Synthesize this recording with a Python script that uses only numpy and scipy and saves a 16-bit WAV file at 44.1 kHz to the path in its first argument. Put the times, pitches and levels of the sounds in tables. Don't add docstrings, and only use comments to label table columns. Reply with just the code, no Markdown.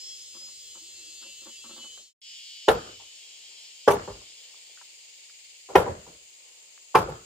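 import sys
import numpy as np
from scipy import signal
from scipy.io import wavfile
from scipy.ndimage import uniform_filter1d

SR = 44100
rng = np.random.default_rng(int(sys.argv[2]) if len(sys.argv) > 2 else 0)


def file_out(sig):
    cols = np.atleast_2d(sig).T
    lim = np.clip(cols, -1, 1)
    pcm = np.round(lim * 32767).astype(np.int16)
    wavfile.write(sys.argv[1], SR, pcm)


def voltage_ratio(level):
    return 10 ** (np.asarray(level, float) / 20)


N = 319719
CUT_S = 2.18


def in_time(rows):
    s, *columns = np.transpose(rows)
    return [np.interp(np.arange(N) / SR, s, c) for c in columns]


def at_hz(points, hz, order=1):
    return np.interp(np.log(hz), np.log(np.array(points)[:, 0]), np.array(points)[:, order])


def by_take(first, second):
    return np.where(np.arange(N) < CUT_S * SR, first, second)


def take_time():
    return np.arange(N) / SR - by_take(0, CUT_S)


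def drift(rate, count=1):
    r = np.exp(-64 * np.pi * rate / SR)
    noise = rng.standard_normal((count, N // 32 + 2002))
    slow = signal.lfilter([1], [1, -2 * r, r * r], noise)[:, 2000:]
    return slow / slow.std(axis=1, keepdims=True)


def clicks(seconds, sizes):
    out = np.full(N, 1e-18)
    out[np.round(np.asarray(seconds) * SR).astype(int)] = sizes
    return out


def ring(x, hz, t60):
    r, w = voltage_ratio(-60 / (t60 * SR)), 2 * np.pi * hz / SR
    return signal.lfilter([0, np.sin(w)], [1, -2 * r * np.cos(w), r * r], x)


def swell(x, rise, t60):
    a = np.exp(-1 / (max(rise, 1e-4) * SR))
    return signal.lfilter([(1 - a) ** 2], np.poly([a, a, voltage_ratio(-60 / (t60 * SR))]), x)


def band(x, order, low_hz, high_hz):
    return signal.sosfilt(signal.butter(order, [low_hz, high_hz], "band", fs=SR, output="sos"), x)


def highpass(x, order, hz):
    return signal.sosfilt(signal.butter(order, hz, "high", fs=SR, output="sos"), x)


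# start in seconds, peak in dB,
# beam ring in dB, slap delay in seconds, slap loss in dB.
BLOWS = [
    (2.686, 2, 0, 0.029, 21),
    (3.881, 1, -0.7, 0.031, 13),
    (5.758, 1.5, -1, 0.038, 25),
    (6.953, 1, 1.2, 0.036, 22.5),
]
# crack, sizzle, thump, echo and beam ring, all in dB.
BLOW_COLOUR = [
    (-24, -35.5, -25, 0.1, -1.5),
    (-21.5, -24, -25.5, -8, -8),
]
# start in seconds, peak, crack, thump and echo in dB.
REBOUNDS = [(2.704, -17.5, -26, -25, -12.5), (2.742, -23, -28.5, -25, -21),
            (3.905, -16.5, -20.5, -27.5, -7), (3.936, -15, -29, -20, -8), (4.146, -48, -30, -29, 8),
            (5.78, -17, -18.5, -24.5, -9.5), (6.974, -15, -17, -20, -2), (7.018, -21, -29, -23, -11),
            (6.21, -63, -30, -8, 6), (2.872, -45.5, -9, -6, 16), (2.995, -57, -17, -45, 16),
            (4.08, -23.5, -50, -6, 1.5), (4.103, -33.5, -38, -22.5, -12), (5.692, -31.5, -21.5, -62, 14.5),
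            (5.706, -32.5, -31, -64, 1.5), (5.815, -21, -38, -16, 1), (5.869, -20.5, -69, -15, 13.5),
            (6.071, -41, -13, -20, 12.5), (7.092, -25, -26, -10, 8), (7.137, -43, -10, -17, -1),
            (4.215, -49, -30, -31, -14)]


def contacts():
    *blow_colour, blow_ring_db = BLOW_COLOUR[0]
    rows = [(s, db, *blow_colour, blow_ring_db + ring_db) for s, db, ring_db, _, _ in BLOWS]
    rows += [(s + lag, db - loss_db, *BLOW_COLOUR[1]) for s, db, _, lag, loss_db in BLOWS]
    for s, db, crack_db, thump_db, echo_db in REBOUNDS:
        sizzle_db = -22 + 0.38 * crack_db
        rows.append((s, db, crack_db, sizzle_db, thump_db, echo_db, 0))
    return np.transpose(sorted(rows))


BEAM_S = [2.7, 3.9, 5.75, 6.95]
# frequency in Hz, level in dB, t60 in seconds.
BEAMS = [
    [(372, -12, .15), (448, 1, 0.11), (537, 4.5, 0.047), (634, -10.5, .12), (757, -6.5, 0.09),
     (856, -2, 0.07), (1038, -16.5, 0.061), (1057, -9.5, 0.067), (1172, -8, 0.046), (1388, -7, .07),
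     (1431, -19, .09), (1580, -19.5, 0.11), (1900, -20, 0.13)],
    [(406, 2.5, 0.12), (492, 0.5, 0.044), (590, 1, 0.091), (684, -8.5, .1), (818, -8, 0.13),
     (867, -7, 0.17), (982, -7, 0.125), (1150, -2.5, 0.12), (1280, -15, .1), (1350, -13, .1),
     (1664, -19, .1), (1780, -19.5, .1), (2000, -19.5, 0.11)],
    [(394, -5.5, .09), (476, -1, 0.092), (529, -0.5, 0.11), (732, -6.5, 0.1), (793, 4, .07), (860, 0, 0.1),
     (980, -3.5, 0.11), (1092, -6, 0.057), (1150, -13.5, 0.07), (1305, -9, .1), (1378, -8, 0.14),
     (1701, -13, .1), (1900, -16, .08)],
    [(375, -0.5, 0.053), (428, -12, 0.1), (477, -4, 0.077), (533, -6, 0.13), (740, -5.5, 0.1),
     (873, -8, 0.16), (869, -4.5, 0.13), (1038, -1.5, 0.11), (1126, -3, 0.092), (1333, -7, .08),
     (1434, -14.5, 0.17), (1580, -25, .1), (1800, -22, 0.122)],
]
SOFT_DULL_DB = 5
LOW_MODES_LATE_S = .002
CREST_S, CREST_SCATTER = .003, .3


def beams():
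    out = np.zeros((2, N))
    s, peak_db, ring_db = contacts()[[0, 1, 6]]
    beam = np.abs(s[:, None] - BEAM_S).argmin(axis=1)
    for k, modes in enumerate(BEAMS):
        part = slice(int((BEAM_S[k] - .1) * SR), int((BEAM_S[k] + .6) * SR))
        height = voltage_ratio(peak_db + ring_db) * (beam == k)
        hard = swell(clicks(s - .006, height * (peak_db > -9))[part], 0.0012, 0.01)
        soft = swell(clicks(s - .006, height * (peak_db <= -9))[part], 0.0012, 0.01)
        seconds = np.arange(part.start, part.start + len(hard)) / SR
        for hz, level_db, t60 in modes:
            push = hard + soft * voltage_ratio(-SOFT_DULL_DB * np.log2(hz / 450))
            push = np.roll(push, int(LOW_MODES_LATE_S * SR * 450 / hz))
            cycles = hz * (seconds - BLOWS[k][0] - CREST_S) + CREST_SCATTER * rng.random()
            apart = (hz + 500) / 1500 * rng.choice([-1, 1]) * np.array([[.5], [-.5]])
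            driven = push * np.cos(2 * np.pi * cycles + apart)
            out[:, part] += voltage_ratio(level_db - 42.5) * ring(driven, hz, 0.87 * min(t60, .3))
    return out


# start in seconds, peak in dB.
SNAPS = [
    (2.684, -18.5),
    (3.8797, -25.5),
    (3.9175, -31.5),
    (5.7537, -23),
    (6.9525, -27.5),
]
# frequency in Hz, level in dB, t60 in seconds.
SNAP_MODES = [
    [(2633, -6.5, 0.036), (2890, -2, 0.026), (3451, -10, .04), (3650, -2.5, .02), (5820, -13, .02),
     (6821, -13, 0.025)],
    [(2610, -5.5, .05), (3155, -8, .03), (3483, -6, .04), (5200, -6, .03), (5615, -12, .03),
     (6277, -12, .03)],
    [(2300, -5, .03), (2800, -3, .03), (3500, -6.5, .02), (4400, -6, .02), (6100, -3, 0.021),
     (7800, -7, .015)],
    [(1873, 7, .04), (2180, -0.5, .05), (2492, 0.5, .04), (2955, -7, .04), (4200, -9, .02),
     (5679, -2, .015)],
    [(2100, -1, .05), (2365, 6.5, 0.073), (2810, 0, 0.054), (3241, -8, .04), (3967, -7, 0.036),
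     (4926, -3.5, .025), (6350, -14, .02)],
]
SNAP_SPREAD_S = .005


def snaps():
    out, size = np.zeros((2, N)), SR // 8
    for (s, db), modes in zip(SNAPS, SNAP_MODES):
        i, draw = int(s * SR), rng.random((len(modes), 3, 4))
        for (hz, level_db, t60), (when, strength, lag) in zip(modes, draw):
            hit = np.full((2, size), 1e-18)
            late = (SNAP_SPREAD_S * SR * (when + np.arange(4)) / 4).astype(int)
            for ear in range(2):
                hit[ear, late + int(8 * lag[ear])] = (.5 + strength) * 1.2 ** np.arange(4)
            sound = band(ring(hit, hz, t60), 1, hz / 0.99, hz * 2.4)
            out[:, i:i + size] += voltage_ratio(db + level_db - 4.5) * sound
    return out


EDGES_HZ = np.r_[np.geomspace(30, 4000, 25), np.arange(4600, 10001, 600), 11500, 13000, 14500, 16000]
CENTRES_HZ, WIDTHS_HZ = np.sqrt(EDGES_HZ[1:] * EDGES_HZ[:-1]), np.diff(EDGES_HZ)


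def share(points):
    power = WIDTHS_HZ * voltage_ratio(2 * at_hz(points, CENTRES_HZ))
    return power / np.sum(power)


# frequency in Hz, level in dB per Hz.
KNOCK = [(21, -50), (35, -16.5), (244, -28.5), (418, 4), (646, -13), (878, -5.5), (1130, -9), (1260, -17),
         (1390, -7.5), (2260, -28.5), (2850, -30), (4400, -40), (9470, -35), (14600, -40.5), (15800, -45)]
# frequency in Hz, level in dB per Hz.
ECHO = [(21, -36), (35, -13.5), (102, -5), (257, -11), (475, -1.5), (598, -5), (856, -6), (1260, -11),
        (1390, -11), (1620, -19.5), (2320, -28.5), (4870, -29), (5830, -31.5), (7150, -31.5), (15800, -43)]
# frequency in Hz, burst t60 in seconds, echo t60 in seconds, rise in seconds,
# left-right likeness of the burst, likeness of the echo.
DYING = [(39.7, 0.1, 0.51, 0.021, 1, 0.93), (130, 0.2, 0.32, 0.0037, 1, 1),
         (400, 0.062, 0.39, 0.0013, 0.97, 0.83), (900, 0.11, 0.32, 0.00016, 0.93, -0.65),
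         (2000, 0.073, 0.49, 0.0021, 0.44, -0.062), (5070, 0.077, 0.27, 0.0011, 0.43, -0.66),
         (15010, 0.09, 0.18, 0.0024, 0.099, -0.7)]
ECHO_GRAIN_DB, ECHO_GRAIN_S = 1.5, .006


def echo_lumps(noise):
    lumps = uniform_filter1d(uniform_filter1d(noise, size=int(ECHO_GRAIN_S * SR)), size=64)
    return voltage_ratio(ECHO_GRAIN_DB * lumps / lumps.std())


def knock_colour(hz, peak_db, crack_db, sizzle_db, thump_db):
    if hz < 230:
        return thump_db + 29.5
    if hz < 1150:
        return 0
    if hz < 2200:
        return 0.28 * peak_db
    return crack_db + 30.5 if hz < 6000 else sizzle_db + 35.0


def knock(hz, lumps):
    s, peak_db, crack_db, sizzle_db, thump_db, echo_db, _ = contacts()
    burst_t60, echo_t60, rise = (at_hz(DYING, hz, order=c) for c in (1, 2, 3))
    colour_db = knock_colour(hz, peak_db, crack_db, sizzle_db, thump_db)
    burst_chance, echo_chance = rng.standard_normal((2, len(s)))
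    burst_db = peak_db + colour_db - 14.0 + 3.4 * burst_chance
    burst = swell(clicks(s - .005, voltage_ratio(burst_db)), rise, burst_t60)
    burst[:-170] += voltage_ratio(-21.5) * (500 < hz < 2500) * burst[170:]
    answer_db = peak_db + 0.27 * colour_db + echo_db - 26.5 + 2.7 * echo_chance
    echo = swell(clicks(s, voltage_ratio(answer_db)), 0.003, echo_t60)
    return burst, echo * (lumps if hz > 230 else 1)


# start in seconds, peak in dB, brightness in dB, length in seconds.
CREAKS = [(0.339, -52.5, 3.5, 0.045), (0.403, -55.5, -1, 0.048), (0.465, -64, 9, 0.047),
          (0.747, -58, 8.5, 0.039), (1.213, -58, 5.5, 0.056), (1.248, -56, -22, 0.046),
          (1.409, -54, -0.5, 0.03), (1.454, -49, 4, 0.043), (1.638, -51, 5.5, 0.035),
          (1.688, -48.5, 3, 0.065), (1.752, -53.5, 0.5, 0.057), (1.763, -58, 10.5, 0.039),
          (1.826, -53.5, 4.5, 0.043)]
# frequency in Hz, width in Hz, level in dB.
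JOINT = [(239, 23, -2), (353, 90, 7.5), (547, 48, 3), (684, 96, -5), (870, 120, -2), (1005, 100, -0.5),
         (1130, 69, -2.5), (1300, 120, 1.5), (1545, 56, -9), (1710, 250, -26)]
CREAK_RISE_S = 0.0036


def creaks():
    n, out = round(CUT_S * SR), np.zeros((2, N))
    slips = (rng.random(n) < 900 / SR) * rng.standard_normal(n)
    low, high = np.full((2, n), 1e-18)
    for s, db, bright_db, length in CREAKS:
        i, size = int(s * SR), int(abs(length) * SR) + 2
        t = np.arange(2 * size)
        part = slice(i, i + 2 * size)
        envelope = np.exp(-(t / size) ** 3) * np.minimum(t / (CREAK_RISE_S * SR), 1)
        run = voltage_ratio(db) * envelope * slips[part]
        low[part] += run
        high[part] += voltage_ratio(bright_db) * run
    for hz, width_hz, level_db in JOINT:
        sound = voltage_ratio(level_db - 18.0) * ring(low if hz < 750 else high, hz, 3.55 / width_hz)
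        out[:, :n] += [sound, np.roll(sound, int(hz / 300 * rng.normal()))]
    return highpass(out, 6, 200)


# time in seconds, level in dB, pitch in Hz.
GROAN = [(.76, -95, 374), (.82, -61.5, 314), (.88, -70, 372), (.93, -81, 370), (.98, -67, 352),
         (1.07, -69.5, 299), (1.15, -70, 334), (1.21, -90, 312)]


def groan():
    n = 2 * SR
    level_db, hz = np.array(in_time(GROAN))[:, :n]
    rough = drift(28)[0].repeat(32)[:n]
    turn = 2 * np.pi * np.cumsum(hz * (1 + 0.027 * rough)) / SR
    return np.pad(voltage_ratio(level_db + 3.4 * rough) * np.sin(turn), (0, N - n))


# start in seconds, peak in dB, low edge in Hz, high edge in Hz,
# t60 in seconds.
TICKS = [(1.975, -51.5, 424, 1490, 0.045), (2.87, -43, 1300, 1440, 0.044), (3.0, -51, 683, 1020, 0.17),
         (4.543, -55.5, 750, 1300, 0.016), (4.696, -55.5, 419, 705, 0.046), (1.226, -51, 1150, 1680, 0.055),
         (1.991, -61, 150, 900, 0.28), (4.845, -62.5, 750, 1100, 0.026), (4.774, -52.5, 1300, 1870, 0.076),
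         (4.813, -47.5, 750, 1620, 0.049), (5.299, -50.5, 710, 2300, 0.0093),
         (6.778, -46, 1071, 2333, 0.0081)]


def ticks():
    out, noise = np.zeros(N), rng.standard_normal(N)
    for s, db, low_hz, high_hz, t60 in TICKS:
        part = slice(int(s * SR) - 200, int(s * SR) + SR // 4)
        puff = noise[part] * swell(clicks([s - .002], voltage_ratio(db + 13.5))[part], 0.00075, t60)
        out[part] += band(puff, 2, low_hz, high_hz)
    return out


# time in seconds, level in dB, half lines in dB,
# lowest resonance in Hz, its level in dB.
SONG = [(0, -53, -38, 3040, 7.5), (.25, -56.5, -6.5, 3500, 11), (.55, -53.5, -17, 3220, -3.5),
        (.9, -55, -12, 2800, 14), (1.15, -53, -5, 2660, 2), (1.3, -53, -6, 2800, 20.5),
        (1.5, -50, -17, 2770, 4.5), (1.75, -52.5, -9, 2860, 15.5), (1.9, -57.5, -1, 3060, 19.5),
        (2.1, -56, -0.5, 3090, 7.5), (2.2, -62.5, 4, 2910, 13), (2.65, -60.5, 2.5, 2980, 10),
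        (3.0, -68, 3, 2947, 13), (3.35, -69, 7.5, 2870, 8.5), (3.65, -71.5, 11.5, 2840, 2),
        (4.1, -70.5, 6.5, 2860, 8.5), (4.5, -69, 4.5, 2930, 1), (5.2, -79, 6.5, 2870, -4),
        (5.6, -90, 15, 2870, 8.5)]
# first Hz, last Hz, first dB, last dB,
# settling time in seconds.
UPPER = [
    [(4220, 4200, 15, 10, 0.28), (5460, 4790, 17.5, 1.5, 0.43), (5060, 5090, 13.5, -1, .5),
     (3860, 4800, -3, 2, 1)],
    [(3240, 3200, 10, 8, 0.8), (4690, 4800, 6, 3.5, 1), (4504, 4300, 6.5, 4, 0.74),
     (5750, 6000, -5, -10, 1)],
]
JITTER_START, JITTER_DOUBLES_S = 0.047, (0.71, 0.65)


def song():
    level_db, half_db, *peaks = in_time(SONG)
    for early, late in zip(*UPPER):
        first_hz, last_hz, first_db, last_db, settle = map(by_take, early, late)
        left = np.exp(-take_time() / settle)
        peaks += [last_hz + (first_hz - last_hz) * left, last_db + (first_db - last_db) * left]
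    jitter = JITTER_START * 2 ** (take_time() / by_take(*JITTER_DOUBLES_S))
    return np.array([level_db, half_db, jitter, *peaks])


# time in seconds, pulse-pair rate in Hz.
PAIR_RATE = [(0, 148.4), (.4, 148.7), (.9, 149.55), (1.1, 149.8), (1.3, 150.08), (1.5, 150.27),
             (1.7, 150.2), (1.9, 149.5), (2.17, 149), (2.18, 142.6), (2.5, 142.72), (3.06, 142.5),
             (3.26, 141.4), (3.46, 139.65), (3.66, 138.3), (3.86, 136.7), (4.06, 136.1), (5.5, 130)]
# frequency in Hz, level in dB.
BODY = [(1500, -23.5), (2300, -18.5), (2800, -0.5), (4000, -1.5), (5500, 1.5), (6000, -7), (6600, -15.5)]
# time in seconds, swap in dB.
TOP_SWAP = [(0, -1), (.4, -4), (.75, -2), (1.1, -2), (1.4, 4), (1.9, 3), (2.2, 6), (3, 4), (3.5, 2)]
SWAP_FROM_HZ, SWAP_FULL_HZ = 3900, 5400
FAVOUR_DB = [
    [0, 0, 0, 5.6, -5, 2.2, 0.9, 2, -6.5, 0, 6.2, 3.5, 0.58, 2.5, 1, -3, 0.91, -3, 6, 2, 1, 2, 1, -1, 0.89,
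     1, 1, -8, -6, 0, 8, -5, 0, 0, 0],
    [0, 0.0015, 0.0024, 4.4, 3, 6, 5, 3, 1, 1, 1, 2, 2, 1.8, 4.5, 4.5, 5, 1.5, 2.5, -3, 1, -3.5, 0, 1, 3,
     3.5, 4, 0, 3.5, 0.00093, 0, 0.5, 2, 0, 2],
]
SHIMMER, SHIMMER_HZ = 1.7, 14


def cicada():
    n = int(5.6 * SR) // 32 * 32
    rate_hz = in_time(PAIR_RATE)[0][:n]
    level_db, half_db, jitter, *peaks = song()[:, :n:32]
    steps = len(jitter)
    wobble = np.interp(np.arange(n) / 32, np.arange(steps), jitter * drift(24)[0, :steps])
    turn = 2 * np.pi * np.cumsum(rate_hz) / SR + 0.085 * wobble
    out, spin = np.zeros((2, N)), np.exp(1j * turn)
    partial = spin ** 10
    side = by_take(0.93, -1)[:n:32]
    swap = in_time(TOP_SWAP)[0][:n:32]
    shimmer = np.minimum(SHIMMER * jitter, 1.2)
    for k in range(11, 46):
        partial = partial * spin
        hz = k * rate_hz[::32]
        top_db = sum(db / (1 + ((hz - at) / 140) ** 2) for at, db in zip(peaks[::2], peaks[1::2]))
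        top_db = top_db + np.where(side > 0, FAVOUR_DB[0][k - 11], FAVOUR_DB[1][k - 11])
        upward = np.clip((hz - SWAP_FROM_HZ) / (SWAP_FULL_HZ - SWAP_FROM_HZ), 0, 1)
        swap_db = swap * (k % 2 - .5) * 2 * upward
        both, left, right = drift(8, count=3)[:, :steps]
        waver_db = 2.0 * both + 1.4 * np.array([left, right])
        line = voltage_ratio(level_db + at_hz(BODY, hz) + top_db + half_db * (k % 2) + swap_db + waver_db - 8.0)
        loose = shimmer * drift(SHIMMER_HZ, count=2)[:, :steps]
        line = line * (1 + loose[0] + 1j * loose[1]) / np.sqrt(1 + 2 * shimmer ** 2)
        lag = 2 * np.pi * k * 149 * 1.1 / SR * np.array([[-1], [1]]) * side
        phase = lag + rng.normal(0, 1.2) + rng.normal(0, .2, (2, 1))
        tone = (line * np.exp(1j * phase))[:, :, None] * partial.reshape(-1, 32)
        out[:, :n] += tone.imag.reshape(2, n)
    return out


# frequency in Hz, width in Hz, level in dB.
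RASPER = [(2320, 270, -2), (2660, 18, -6.5), (2850, 190, -1.5), (3690, 28, -2.5), (4450, 37, 0),
          (4780, 130, -0.5), (5000, 88, -2)]
# time in seconds, level in dB.
RASP = [(3.0, -76), (3.4, -65), (4.1, -59.5), (4.8, -60), (5.5, -58.5), (5.9, -65.5), (6.5, -65),
        (7.25, -64)]
THROB_HZ, THROB_DEPTH = 20.6, .4


def rasper():
    start = 3 * SR
    noise = rng.standard_normal((2, N - start))
    wander = drift(3).repeat(32)[:N - start]
    body = 0
    for hz, width_hz, db in RASPER:
        body = body + voltage_ratio(db) * np.sqrt(width_hz) * ring(noise, hz, 2.2 / max(width_hz, 50))
    body = highpass(body, 6, 2000)
    throb = 1 + THROB_DEPTH * np.sin(np.cumsum(2 * np.pi * THROB_HZ / SR * (1 + 0.08 * wander)))
    sound = body / body.std() * throb * voltage_ratio(in_time(RASP)[0][start:])
    return np.pad(sound, ((0, 0), (start, 0)))


# time in seconds, murmur in dB.
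BREEZE = [(0, -68), (.55, -71.5), (.93, -67.5), (1.53, -71), (1.86, -67.5), (2.1, -70), (2.3, -88.5),
          (2.66, -78.5), (3.25, -72), (3.55, -69), (3.8, -75), (4.5, -69.5), (5.3, -74.5), (5.66, -76.5),
          (6.35, -72.5), (6.5, -69), (6.9, -72.5)]
# wind rumble in dB, far chorus in dB, its change in dB per second, high hiss in dB,
# its change in dB per second.
TAKES = [
    (-76.5, -57, 0.1, -48.5, -0.3),
    (-89, -52.5, -1.57, -54, -0.4),
]
RUMBLE_FOLLOWS = .3


def air():
    murmur, = in_time(BREEZE)
    rumble, chorus, chorus_slope, hiss, hiss_slope = map(by_take, *TAKES)
    rumble = rumble + RUMBLE_FOLLOWS * (murmur - murmur.mean())
    t = take_time()
    return np.array([rumble, murmur, chorus + chorus_slope * t, hiss + hiss_slope * t])


# frequency in Hz, level in dB per Hz.
RUMBLE = [(25, 10), (60, -1), (130, -4.5), (200, -19), (400, -66.5)]
# frequency in Hz, level in dB per Hz.
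MURMUR = [
    [(110, -54), (180, -25), (345, -5), (442, -9), (512, 5), (571, -10.5), (838, -14.5), (1620, -17),
     (1900, -7), (2470, -39), (4180, -120)],
    [(110, -36.5), (180, -15.5), (298, -12), (404, 0.5), (624, 0), (681, -5), (830, -1.5), (1480, -13.5),
     (1900, -2), (2470, -32.5), (4180, -120)],
]
# frequency in Hz, level in dB per Hz.
CHORUS = [(940, -39.5), (1600, -33.5), (1960, -16.5), (2270, 20.5), (2550, -32), (2900, -4), (3890, 0),
          (4680, -4.5), (5650, -12), (6300, -11), (8190, -40.5), (13900, -120)]
CHORUS_LATE = [(1500, -34.5), (1950, -15.5), (2300, 1), (2540, -11), (2850, -1), (3300, -2.5), (3700, -6.5),
               (4250, -2.5), (4700, -4), (5300, -5), (5700, -15), (6300, -10), (8190, -42), (13900, -120)]
# frequency in Hz, level in dB per Hz.
HISS = [(3410, -37.5), (5800, -7), (6000, -13), (6070, -15.5), (6800, 4.5), (7240, 3.5), (7940, -5.5),
        (8600, -6.5), (9080, -17.5), (10400, -12.5), (11800, -37.5), (14900, -10), (15800, -25.5)]


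def valley():
    rumble, murmur, chorus, hiss = voltage_ratio(2 * air())
    early = np.arange(N) < CUT_S * SR
    power = np.array([rumble, murmur * early, murmur * ~early, chorus * early, chorus * ~early, hiss])
    shares = np.transpose([share(points) for points in [RUMBLE, *MURMUR, CHORUS, CHORUS_LATE, HISS]])
    return shares, power


# frequency in Hz, left-right likeness.
AIR_ALIKE = [(60, 0.38), (180, 0.32), (550, -0.18), (1650, -0.0058), (4970, -0.071), (15000, -0.19)]
# frequency in Hz, left minus right in dB.
AIR_LEFT = [(60, 1.5), (150, -0.5), (380, 1), (950, 0), (2380, 1), (5980, 3.5), (15000, -3)]


def knocks_and_valley():
    air_share, air_power = valley()
    knock_share, echo_share = share(KNOCK), share(ECHO)
    white, together, out = rng.standard_normal((2, 2, N)), drift(4.3)[0], 0
    lumps = echo_lumps(white[1, 1, ::-1])
    for k, hz in enumerate(CENTRES_HZ):
        noise = band(white[k % 2], 2, EDGES_HZ[k], EDGES_HZ[k + 1])
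        mid, side = noise / np.sqrt(1.754 * WIDTHS_HZ[k] / SR)
        burst, echo = knock(hz, lumps)
        powers = np.array([air_share[k] @ air_power, knock_share[k] * burst ** 2, echo_share[k] * echo ** 2])
        alike = [at_hz(AIR_ALIKE, hz), at_hz(DYING, hz, order=4), at_hz(DYING, hz, order=5)]
        alike = np.clip(alike, -1, 1)
        common = np.sqrt((1 + alike) @ powers / 2) * mid
        opposed = np.sqrt((1 - alike) @ powers / 2) * side * [[1], [-1]]
        flicker_db = (0.37 * together + 1.5 * drift(10)[0]) * (1 if hz < 2000 else .4)
        lean = voltage_ratio(at_hz(AIR_LEFT, hz) * np.array([[.5], [-.5]]))
        out = out + voltage_ratio(flicker_db).repeat(32)[:N] * (common + opposed) * lean
    return out


def scene():
    hammer = beams() + snaps()
    timber = creaks() + groan() + ticks()
    insects = cicada() + rasper()
    return hammer + timber + insects + knocks_and_valley()


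FADE_START_S, FADE_END_S, FADE_BEND = 1.966, 2.134, 1.11
RETURN_S, RETURN_DIP_DB, RETURN_RISE_S = 2.216, -10, .03


def fade():
    t = np.arange(N) / SR
    out = np.clip((FADE_END_S - t) / (FADE_END_S - FADE_START_S), 0, 1) ** FADE_BEND
    since = np.maximum(t - RETURN_S, 0)
    back = (t > RETURN_S) * voltage_ratio(RETURN_DIP_DB * np.exp(-since / RETURN_RISE_S))
    return voltage_ratio(by_take(0.5, 2.5)) * (out + back)


SPARSE_FROM_HZ, LINES_DB, LINES_LAST_S, HOLES_BELOW = 8900, 9, .07, -1.3


def thinned(x):
    hz, _, z = signal.stft(x, SR, nperseg=1024)
    frames = max(int(LINES_LAST_S * SR / 512), 1)
    chance = rng.standard_normal((2, *z.shape[1:]))
    fine, coarse = uniform_filter1d(chance, size=frames) * np.sqrt(frames)
    coarse = uniform_filter1d(coarse, size=7, axis=0) * np.sqrt(7)
    lines = voltage_ratio(LINES_DB * np.minimum(fine, 1))
    gain = lines * np.clip((coarse - HOLES_BELOW) * 3.0, 0, 1)
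    high = hz > SPARSE_FROM_HZ
    power = np.mean(np.abs(z[:, high]) ** 2, axis=(0, 1))
    quiet = power < 4 * np.median(power)
    z *= np.where(high[:, None] & quiet, gain / np.sqrt(np.mean(gain ** 2)), 1)
    return signal.istft(z, SR, nperseg=1024)[1][:, :N]


def low_pass(x):
    return signal.sosfilt(signal.butter(12, 16640, fs=SR, output="sos"), x)


def record(dry):
    x = highpass(dry, 4, 50)
    x = 1.054 * np.tanh(x / 1.143) * fade()
    x = signal.sosfilt(signal.cheby2(22, 60, 15850, fs=SR, output="sos"), x)
    mix = thinned(x)
    return low_pass(mix)


dry = scene()
out = record(dry)
file_out(out)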